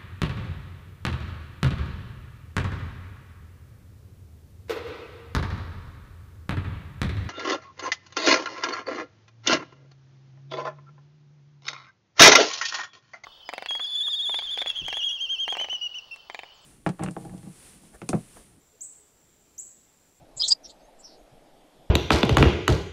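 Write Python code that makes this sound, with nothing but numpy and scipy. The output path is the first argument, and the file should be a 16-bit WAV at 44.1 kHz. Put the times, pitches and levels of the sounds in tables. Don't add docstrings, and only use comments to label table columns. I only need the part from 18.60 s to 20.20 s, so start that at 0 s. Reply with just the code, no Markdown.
import sys
import numpy as np
from scipy import signal
from scipy.fft import rfft, irfft
from scipy.io import wavfile
from scipy.ndimage import uniform_filter1d

SR = 44100
rng = np.random.default_rng(int(sys.argv[2]) if len(sys.argv) > 2 else 0)


def to_wav(s):
    ch = np.atleast_2d(s).T
    pcm = np.round(np.clip(ch, -1, 1) * 32767)
    wavfile.write(sys.argv[1], SR, pcm.astype(np.int16))


N = 70560


def amp(db):
    return 10 ** (np.asarray(db) / 20)


def unit(x):
    return x / np.sqrt(np.mean(x ** 2) + 1e-20)


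def add(mix, s, sound):
    part = mix[round(s * SR):][:len(sound)]
    part += sound[:len(part)]


def band(hz, width):
    f = np.fft.rfftfreq(N, 1 / SR)
    return unit(irfft(rfft(rng.standard_normal(N)) / (1 + ((f - hz) / width * 2) ** 2) ** 1.08, N))


# f/Hz, relative level/dB
AIR_SPECTRUM = [(20, -5), (45, 2), (150, -0.5), (400, -2), (700, -6.5), (1200, -11.5), (2500, -13.5),
                (5000, -15.5), (9500, -19.5), (16000, -18)]


def air(level_db=-64, patch_db=1):
    frames, hz = N // 256 + 5, np.fft.rfftfreq(1024, 1 / SR)
    real, imag, patches = rng.standard_normal((3, frames, len(hz)))
    patches = uniform_filter1d(patches, size=14, axis=0)
    patches = unit(uniform_filter1d(patches, size=12, axis=1))
    f, db = np.transpose(AIR_SPECTRUM)
    colour_db = np.interp(np.log(hz + 1), np.log(f), db)
    spectra = (real + 1j * imag) * amp(colour_db + patch_db * patches)
    wash = signal.istft(spectra.T, nperseg=1024, noverlap=768)[1][:N]
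    return amp(level_db) * unit(wash)


# centre f/Hz, width/Hz, level/dB
INSECT_BANDS = [(7390, 180, -70.5), (7445, 1240, -70), (5855, 280, -80)]


def insects(flutter_depth=0.091, flutter_hz=57):
    chorus = sum(amp(db) * band(hz, width) for hz, width, db in INSECT_BANDS)
    return chorus * (1 + flutter_depth * band(flutter_hz, width=60))


# start t/s, length/s, mid f/Hz, level/dB
FAR_HOOTS = [(.125, .05, 431, -66), (0.131, 0.051, 490, -67), (0.133, 0.11, 654, -72),
             (.31, 0.26, 420, -69.5), (0.722, 0.26, 409.5, -71.5)]


def hoots(pitch_sag=0.042, blur_hz=14):
    out = np.zeros(N)
    for start, length, mid_hz, db in FAR_HOOTS:
        progress = np.arange(0, length, 1 / SR) / length
        swell = np.sqrt(np.sin(np.pi * progress))
        blur = 1 + 0.42 * band(0, 2 * blur_hz)[:len(progress)]
        hz = mid_hz * (1 - pitch_sag * (progress - .5))
        tone = np.sin(2 * np.pi * np.cumsum(hz) / SR)
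        add(out, start, amp(db) * swell * blur * tone)
    return out


# its own f/Hz, level/dB re the fundamental
OCTAVE_LEVELS = [(11200, -16), (12450, -6), (13300, -43), (14000, -35), (14900, -32), (15800, -33)]


def chip(length, first_hz, last_hz, db, opening_db, bend, attack_s=0.0019, release_s=0.0049):
    t = np.arange(0, length, 1 / SR)
    progress = t / length
    glide = (1 - np.exp(-bend * progress)) / (1 - np.exp(-bend))
    hz = first_hz + (last_hz - first_hz) * glide
    phase = 2 * np.pi * np.cumsum(hz) / SR
    attack = np.sin(np.pi / 2 * np.minimum(t / attack_s, 1)) ** 2
    release = np.sin(np.pi / 2 * np.minimum((length - t) / release_s, 1)) ** 2
    swell = amp(db + opening_db * np.maximum(1 - progress / 0.44, 0))
    octave = amp(np.interp(2 * hz, *np.transpose(OCTAVE_LEVELS)))
    return attack * release * swell * (np.sin(phase) + octave * np.sin(2 * phase))


# delay t/s, build-up/s, t60/s, level/dB
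LEAF_ECHOES = [(.002, 0.0026, 0.078, -4), (0.024, 0.019, 0.57, -6.5)]
# delay t/s, build-up/s, t60/s
TRUNK_ECHOES = (0.02, 0.0081, 0.1)


def wood_response(trunk_db):
    t = np.arange(SR) / SR
    response = np.zeros(SR)
    for delay, build, t60, db in [*LEAF_ECHOES, (*TRUNK_ECHOES, trunk_db)]:
        age = np.maximum(t - delay, 0)
        envelope = (1 - np.exp(-age / build)) * amp(-60 * age / t60)
        tail = rng.choice([-1., 1.], SR) * envelope
        response += amp(db) * tail / np.linalg.norm(tail)
    return response


# start t/s, trunk echo level/dB, length/s, first f/Hz, last f/Hz,
# peak level/dB before the foliage, opening level/dB re the peak, flattening of the glide
BIRD_CHIPS = [(0.2065, -3.5, 0.027, 5707, 8285, -31, -16.5, 1.795),
              (.9790, -6, .028, 5550, 8050, -32, -12.5, 1.93)]
# f/Hz, gain/dB
FOLIAGE_COLOUR = [(5500, 7), (6500, 1.5), (7500, -0.5), (7850, -3.5), (8200, -11), (12000, -2), (14500, 2)]


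def bird():
    direct, echoes = np.zeros((2, N))
    for start, trunk_db, *shape in BIRD_CHIPS:
        call = chip(*shape)
        add(direct, start, call)
        add(echoes, start, signal.fftconvolve(call, wood_response(trunk_db)))
    colour = amp(np.interp(np.fft.rfftfreq(N, 1 / SR), *np.transpose(FOLIAGE_COLOUR)))
    return irfft(rfft(direct) * colour, N) + echoes


def scene():
    return (bird() + insects() + hoots() + air())[None]


def record(dry, cutoff_hz=15740):
    lowpass = signal.firwin(511, cutoff_hz, window=("kaiser", 9), fs=SR)
    return signal.oaconvolve(dry, lowpass[None], "same")


dry = scene()
out = record(dry)
to_wav(out)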